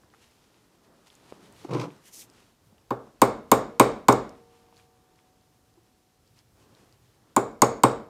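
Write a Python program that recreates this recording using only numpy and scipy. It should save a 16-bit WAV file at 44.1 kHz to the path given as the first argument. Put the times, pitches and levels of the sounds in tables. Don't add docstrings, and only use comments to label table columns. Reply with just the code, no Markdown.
import sys
import numpy as np
from scipy import signal
from scipy.fft import rfft, irfft, next_fast_len
from scipy.io import wavfile
from scipy.ndimage import map_coordinates

SR = 44100
rng = np.random.default_rng(int(sys.argv[2]) if len(sys.argv) > 2 else 0)


def generate_wav(sig):
    pcm = np.round(np.clip(np.atleast_2d(sig).T, -1, 1) * 32767).astype(np.int16)
    wavfile.write(sys.argv[1], SR, pcm)


def attenuation_scalar(level_db):
    decades = np.asarray(level_db, float) / 20
    return 10 ** decades


N = 357165


def unit(x):
    return x / np.sqrt(np.mean(x ** 2) + 1e-20)


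def add(track, s, x):
    part = track[round(s * SR):][:len(x)]
    part += x[:len(part)]


def along(points, hz):
    f, v = np.transpose(points)
    return np.interp(np.log(hz + 1), np.log(f + 1), v)


def coloured(x, spectrum):
    m = next_fast_len(len(x) + 8192)
    gain = attenuation_scalar(along(spectrum, np.fft.rfftfreq(m, 1 / SR)))
    return irfft(rfft(x, m) * gain, m)[:len(x)]


def wobble(rate):
    knots = rng.standard_normal(int(N * rate / SR) + 4)
    return map_coordinates(knots, [np.arange(N) * rate / SR])


def grainy(rate, spread_db, hiss):
    size_db = spread_db * np.minimum(rng.exponential(size=N), 2)
    clicks = (rng.random(N) < rate / SR) * attenuation_scalar(size_db) * rng.standard_normal(N)
    return unit(clicks) + hiss * rng.standard_normal(N)


def ring(modes, seconds, cycles, blur):
    t = np.arange(int(seconds * SR)) / SR
    hz, db, t60 = np.transpose(modes)[:, :, None]
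    strength = attenuation_scalar(db + 2 * rng.standard_normal(hz.shape) - 60 * t / t60)
    drift = blur * np.cumsum(rng.standard_normal(strength.shape), axis=1)
    swell = (1 - np.exp(-t * hz / cycles)) ** 2
    return np.sum(strength * swell * np.sin(2 * np.pi * hz * t + drift), axis=0)


def packets(waves):
    t = np.arange(SR // 20) / SR
    hz, s, length, db = np.transpose(waves)[:, :, None]
    bell = attenuation_scalar(db) * np.exp(-.5 * ((t - s) / length) ** 2)
    groups = np.sum(bell * np.cos(2 * np.pi * hz * (t - s)), axis=0)
    return groups * np.minimum(t * 2000, 1)


def tail(colour, rise):
    # pitch_hz, t60_s
    shop_decay = [(60, .8), (160, 0.57), (420, 0.4), (1100, 0.42), (2900, 0.45), (7000, 0.33),
                  (10000, 0.18), (15000, 0.162)]
    hz, t, z = signal.stft(rng.standard_normal(SR * 3 // 4), SR, nperseg=256)
    decay = attenuation_scalar(-60 * t / along(shop_decay, hz)[:, None])
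    answer = signal.istft(z * decay, SR, nperseg=256)[1]
    answer = coloured(np.pad(answer, (2000, 0)), colour)[2000:]
    answer = answer * np.minimum(np.arange(len(answer)) / (rise * SR), 1) ** 2
    return answer / np.linalg.norm(answer)


def stroke(start, rise, hold, fall, db, swing_db):
    s = start + np.cumsum([-.02, .02, rise, hold, fall, .02])
    t = np.arange(N) / SR
    swing = attenuation_scalar(db - swing_db * np.interp(t, s[1:5], [1, 0, 0, 1]))
    return swing * np.interp(t, s, [0, 1, 1, 1, 1, 0])


def swells(rows):
    t = np.arange(N) / SR
    return sum(attenuation_scalar(db) * np.exp(-((t - s) / half) ** 2) for s, db, half in rows)


def hammer():
    # start_s, thump_peak_db, then against the thump crack_db, head_ring_db
    blows = [
        (2.906, -14.5, -28.5, -29),
        (3.217, -1, -9, -15.5),
        (3.516, -0.5, -7.5, -13),
        (3.797, 1, -8, -15.5),
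        (4.084, 0.5, -12.5, -39.5),
        (4.125, -14, -10, -25),
        (7.364, -5, -5, -28),
        (7.619, -2, -4, -24.5),
        (7.835, -1, -7.5, -41),
    ]
    # pitch_hz, level_db, t60_s
    lingering_notes = [(2184, 0.5, .45), (2315, -3.5, 0.21), (3740, -2.5, 0.35), (5300, -5, 0.25),
                       (6800, -4.5, 0.12), (8600, -3.5, 0.19)]
    # pitch_hz, level_db
    wall_colour = [(1500, -11.5), (2300, -6.5), (3750, -3.5), (6000, -7.5), (8500, -2.5), (11000, -2.5),
                   (14000, -3.5)]
    # pitch_hz, level_db per Hz
    boom_colour = [(21, -40.5), (35, -18), (64, -18), (112, -13), (145, -8), (183, -10.5), (234, 1.5),
                   (304, -3), (442, 0.5), (600, 2.5), (760, -1.5), (895, -4.5), (1070, -1.5), (1750, -19.5),
                   (2280, -51.5), (3850, -120)]
    # pitch_hz, level_db per Hz
    wash_colour = [(1000, -30), (1700, -4.5), (1900, -3), (2190, -6.5), (2870, -16), (3740, -12),
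                   (4140, -14), (5700, -11.5), (6150, -17), (6690, -13.5), (8450, -8.5), (10800, -28),
                   (13300, -21), (16000, -37)]
    out = np.zeros(N)
    same_boom = tail(boom_colour, rise=0.0048)
    for s, db, crack_db, head_db in blows:
        bright_db = 0.9 * db
        steel = struck_steel(db, crack_db, head_db)
        add(out, s, attenuation_scalar(db) * steel)
        add(out, s, attenuation_scalar(db - 40 + bright_db) * ring(lingering_notes, .45, cycles=8, blur=.11))
        add(out, s, attenuation_scalar(db - 15.0) * signal.fftconvolve(steel, tail(wall_colour, rise=.004)))
        add(out, s, attenuation_scalar(db) * thumped_bench())
        boom = 1.016 * same_boom + .45 * tail(boom_colour, rise=0.0047)
        add(out, s, attenuation_scalar(db + 12.5) * boom)
        add(out, s, attenuation_scalar(db - 22 + bright_db + 16.5) * tail(wash_colour, rise=0.0034))
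        add(out, s, attenuation_scalar(db - 53) * humming_shelf())
    return out


def struck_steel(db, crack_db, head_db):
    # pitch_hz, level_db, t60_s
    punch_modes = [(5570, -9, 0.0054), (6840, 2, 0.018), (7600, 0.5, 0.018), (8500, -6.5, 0.048),
                   (9220, -3, 0.0066)]
    # pitch_hz, level_db, t60_s
    head_modes = [(10900, -12, .01), (12980, 5, 0.013), (14405, -5, .012), (15300, -14, .012)]
    # pitch_hz, level_db, t60_s
    block_modes = [(2214, -0.5, 0.091), (2316, -5, 0.023), (2860, -3.5, 0.016), (3757, -3, 0.047),
                   (4686, 2.5, 0.018)]
    t = np.arange(SR // 20) / SR
    hit = np.zeros(SR // 6)
    block_db = -18.5 + 0.48 * db
    contact = np.diff(rng.standard_normal(len(t) + 1))
    add(hit, 0, attenuation_scalar(crack_db - 6.0) * ring(punch_modes, 0.079, cycles=0.5, blur=0.21))
    add(hit, 0, attenuation_scalar(crack_db - 7.0 - 60 * t / 0.0035) * contact)
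    add(hit, 0, attenuation_scalar(head_db) * ring(head_modes, 0.3, cycles=2, blur=.17))
    add(hit, 0, attenuation_scalar(block_db - 1.5) * ring(block_modes, .1, cycles=1.0, blur=0.22))
    return hit


def thumped_bench():
    # pitch_hz, arrival_s, length_s, level_db
    bending_waves = [(1400, .002, .0008, -13), (1000, .0053, .0018, 0), (700, .0083, .0016, -12),
                     (290, .0123, .003, -8.5), (480, .0095, .0025, -13), (1150, .0165, .002, -11)]
    # pitch_hz, level_db, t60_s
    bench_modes = [(240, -25, 0.11), (358, -16, .1), (400.4, -21, 0.29), (461, -21, 0.31),
                   (539.2, -14, 0.099), (594, -10.5, 0.031), (689, -27, .1), (814.6, -15, 0.1),
                   (887, -14, .08), (980, -22, 0.02), (1363, -30, 0.11), (1462, -29, 0.095),
                   (1656, -42, 0.11), (1790, -42, .1)]
    # pitch_hz, level_db, t60_s
    leg_modes = [(48.5, -23, .55), (124.5, 3, .2)]
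    thump = np.zeros(SR)
    add(thump, 0, attenuation_scalar(-1.5) * packets(bending_waves))
    add(thump, .003, attenuation_scalar(3.0) * ring(bench_modes, 0.78, cycles=0.5, blur=.03))
    add(thump, 0.005, attenuation_scalar(-20) * ring(leg_modes, .8, cycles=0.5, blur=0))
    return thump


def humming_shelf():
    # pitch_hz, level_db, t60_s
    shelf_modes = [(377, -12, 2), (468, 4, 2.6), (651, -24, 4), (743, -19, 9), (899, -15, 4),
                   (1001, -22, 5), (1175, -15, 5)]
    return ring(shelf_modes, 3, cycles=12, blur=0)


def drag():
    # start_s, rise_s, hold_s, fall_s, level_db
    drag_stroke = (1.63, .105, .10, .11, -28.5)
    # pitch_hz, level_db per Hz
    rumble_colour = [(35, -78), (60, -91), (123, 10.5), (209, -2), (237, -12), (295, 9.5), (348, 0),
                     (484, 2), (673, -11), (1020, -5), (1600, -23.5), (2080, -62), (3520, -120)]
    # pitch_hz, level_db per Hz
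    grit_colour = [(710, -34), (1200, -1.5), (1700, -11.5), (2430, -6), (3150, -12.5), (5710, -15.5),
                   (10700, -31), (16000, -42)]
    # start_s, peak_db
    catches = [(1.6433, -39), (1.6905, -43), (1.708, -32.5), (1.7335, -32), (1.746, -38), (1.7962, -29.5),
               (1.811, -26), (1.8344, -46), (1.8694, -62)]
    start, *shape, db = drag_stroke
    slips = attenuation_scalar(1.8 * wobble(45)) * grainy(350, spread_db=1, hiss=1.1)
    body = unit(coloured(slips, rumble_colour))
    grit = unit(coloured(grainy(2500, spread_db=-5, hiss=0.85), grit_colour))
    push = stroke(start + 0.0067, *shape, db - 14.5 - 8, swing_db=28) * attenuation_scalar(3 * wobble(40))
    t = np.arange(SR // 8) / SR
    for s, catch_db in catches:
        add(push, s, attenuation_scalar(catch_db - 10 - 60 * t / 0.063) * np.minimum(t / .002, 1))
    return stroke(*drag_stroke, swing_db=30) * body + push * grit


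def slide():
    # start_s, rise_s, hold_s, fall_s, level_db
    slides = [
        (2.026, 0.034, 0.029, 0.02, -54.5),
        (2.117, 0.019, 0.086, 0.032, -46),
    ]
    # open_hz, closed_hz, closing_start_s, closing_length_s, level_db against the hiss
    hand_hollows = [
        (2550, 2450, 2.06, .05, -4),
        (6000, 2900, 2.2, .015, -9),
    ]
    # pitch_hz, level_db per Hz
    rubber_colour = [(1180, -35), (2000, -14), (2910, -13), (3740, -9.5), (4050, -10), (6040, -3),
                     (14200, -9.5), (16000, -28.5)]
    rubber = unit(coloured(grainy(6800, spread_db=-3.0, hiss=0.93), rubber_colour))
    hiss = attenuation_scalar(1.5 * wobble(44) - 2.5) * rubber
    flutter = unit(wobble(2000))
    out = np.zeros(N)
    for row, (open_hz, closed_hz, s, takes, db) in zip(slides, hand_hollows):
        hand_hz = np.interp(np.arange(N) / SR, [s, s + takes], [open_hz, closed_hz])
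        hollow = flutter * np.sin(2 * np.pi * np.cumsum(hand_hz) / SR)
        out += stroke(*row, swing_db=15.5) * (hiss + attenuation_scalar(db) * hollow)
    return out


def touches():
    # start_s, peak_db, pitch_hz
    ticks = [(0.1015, -51, 3120), (0.5432, -48, 2620), (1.102, -36, 3300), (1.1528, -38, 6900),
             (1.9044, -40, 2400), (2.2997, -36, 5300), (2.3374, -44, 5150), (2.4394, -56, 4380),
             (2.7816, -47, 2920), (4.2935, -33, 5100), (4.352, -44, 2173), (4.665, -48, 2430),
             (4.7434, -48, 2466), (4.762, -47, 5400), (4.7684, -39, 4300), (4.777, -41, 4600),
             (4.783, -55, 5600), (4.79, -50, 1710), (4.798, -45, 2440), (5.1587, -48, 4643),
             (5.1896, -46, 2085), (5.412, -50, 4300), (5.74, -53, 4600), (5.5502, -55, 5880),
             (6.2761, -45.5, 4810), (6.39, -41, 5400), (6.7498, -43, 3840), (6.9256, -43, 4800),
             (1.525, -36, 8360), (1.6125, -58, 8500), (4.0862, -19.5, 14580), (4.095, -29.5, 14700),
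              (4.1253, -17, 5230),
             (0.034, -43, 1070), (0.137, -41, 1260), (0.146, -42, 1390), (4.3555, -45.5, 1317),
            (5.1891, -51.5, 1185), (5.11, -55.5, 1080)]
    # start_s, peak_db, pitch_hz, length_s
    knocks = [(0.138, -56, 805, 0.0028), (1.323, -31, 430, 0.00099), (1.647, -29.5, 325, 0.00393),
              (1.749, -21.5, 340, 0.0036), (2.724, -51, 204, 0.0038), (4.726, -48, 900, 0.00083),
              (4.685, -56, 948, 0.0013), (5.771, -53.5, 340, .007)]
    out = np.zeros(N)
    for s, db, hz in ticks:
        modes = [(hz, 0, 14 / hz), (min(1.5 * hz, 16000), -5, 11 / hz), (.65 * hz, -6, 7 / hz)]
        add(out, s, attenuation_scalar(db + 1.5) * ring(modes, .03, cycles=1, blur=.04 + hz / 40000))
    for s, db, hz, length in knocks:
        waves = [(hz, 1.55 * length, length, 0),
                 (2.8 * hz, 1.23 * length, 0.12 * length, -5),
                 (2.3 * hz, 0.244 * length, 0.78 * length, -10)]
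        add(out, s, attenuation_scalar(db) * packets(waves))
    return out


def moves():
    # time_s, level_db
    effort = [(0, -67.5), (.23, -61), (.3, -65), (.84, -67), (1.1, -64), (1.34, -56), (1.56, -57),
              (1.98, -56.5), (2.05, -62.5), (2.43, -59), (2.57, -68.5), (4.4, -63), (4.8, -64.5),
              (4.88, -68.5), (6.5, -71.5), (6.6, -64), (6.85, -64.5), (7.28, -68.5)]
    # pitch_hz, level_db per Hz
    murmur_colour = [(71, -29), (120, -5.5), (274, -3), (403, -5), (574, -9), (1050, -12.5), (2000, -21),
                     (2600, -49.5), (4400, -120)]
    # middle_s, level_db, half_length_s
    leans = [(.034, -69, 0.026), (.29, -79, 0.13), (1.36, -83, 0.16), (1.6, -62.5, .1), (1.95, -74, .05),
             (2.67, -65, 0.039), (2.86, -74, 0.2), (4.82, -73, 0.19), (5.65, -73, 0.25), (6.33, -67, 0.074),
             (6.56, -66.5, 0.12), (7.0, -68.5, .3)]
    # pitch_hz, level_db per Hz
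    lean_colour = [(35, -33), (60, -3), (110, 7), (160, -5), (250, -31.5)]
    # middle_s, level_db, half_length_s
    rustles = [(.226, -67, 0.023), (.45, -72, 0.14), (.65, -77, 0.012), (1.075, -62, 0.013),
               (1.13, -65.5, 0.04), (1.3, -71, 0.013), (4.79, -68, 0.032), (5.19, -74, 0.017),
               (6.28, -79, .02), (6.385, -66.5, 0.023), (6.8, -74.5, 0.14)]
    # pitch_hz, level_db per Hz
    sleeve_colour = [(530, -24), (900, -8), (1130, -11.5), (1600, -13), (2860, -11), (6720, -16.5),
                     (11400, -23), (16000, -38.5)]
    effort_db = np.interp(np.arange(N) / SR, *np.transpose(effort))
    extra_db = effort_db + 65
    murmur_gain = attenuation_scalar(effort_db - 1.0 + 2.0 * wobble(5.4))
    murmur = murmur_gain * unit(coloured(rng.standard_normal(N), murmur_colour))
    boom_gain = (attenuation_scalar(-76.5 + 0.24 * extra_db) + swells(leans)) * attenuation_scalar(0.82 * wobble(8.1))
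    boom = boom_gain * unit(coloured(rng.standard_normal(N), lean_colour))
    cloth_gain = (attenuation_scalar(-73 + 1.2 * extra_db) + swells(rustles)) * attenuation_scalar(2.2 * wobble(20))
    cloth = cloth_gain * unit(coloured(grainy(1200, spread_db=5.0, hiss=1.8), sleeve_colour))
    return murmur + boom + cloth


def still_air():
    # pitch_hz, level_db per Hz
    quiet_colour = [(15, -35), (25, 5.5), (358, -2.5), (600, -10.5), (746, -8.5), (809, -12), (1680, -16),
                    (5420, -14.5), (15200, -22), (16500, -45)]
    return attenuation_scalar(-63.5 - 5.0) * unit(coloured(rng.standard_normal(N), quiet_colour))


def charger():
    # pitch_hz, level_db
    whine_tones = [(5335, -91)]
    t = np.arange(N) / SR
    return sum(attenuation_scalar(db + 3) * np.sin(2 * np.pi * hz * t) for hz, db in whine_tones)


def scene():
    handling = drag() + slide() + touches() + moves()
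    return (hammer() + handling + still_air() + charger())[None]


def top_cut(x):
    return signal.sosfilt(signal.butter(12, 17100, fs=SR, output="sos"), x)


def record(dry):
    # pitch_hz, level_db
    band_edges = [(18, -22), (42, 0), (15000, 0), (16200, -10), (17000, -30), (17200, -80)]
    soft = dry / (1 + np.abs(dry / .95) ** 5) ** (1 / 5)
    mix = coloured(soft[0], band_edges)[None]
    return top_cut(mix)


dry = scene()
out = record(dry)
generate_wav(out)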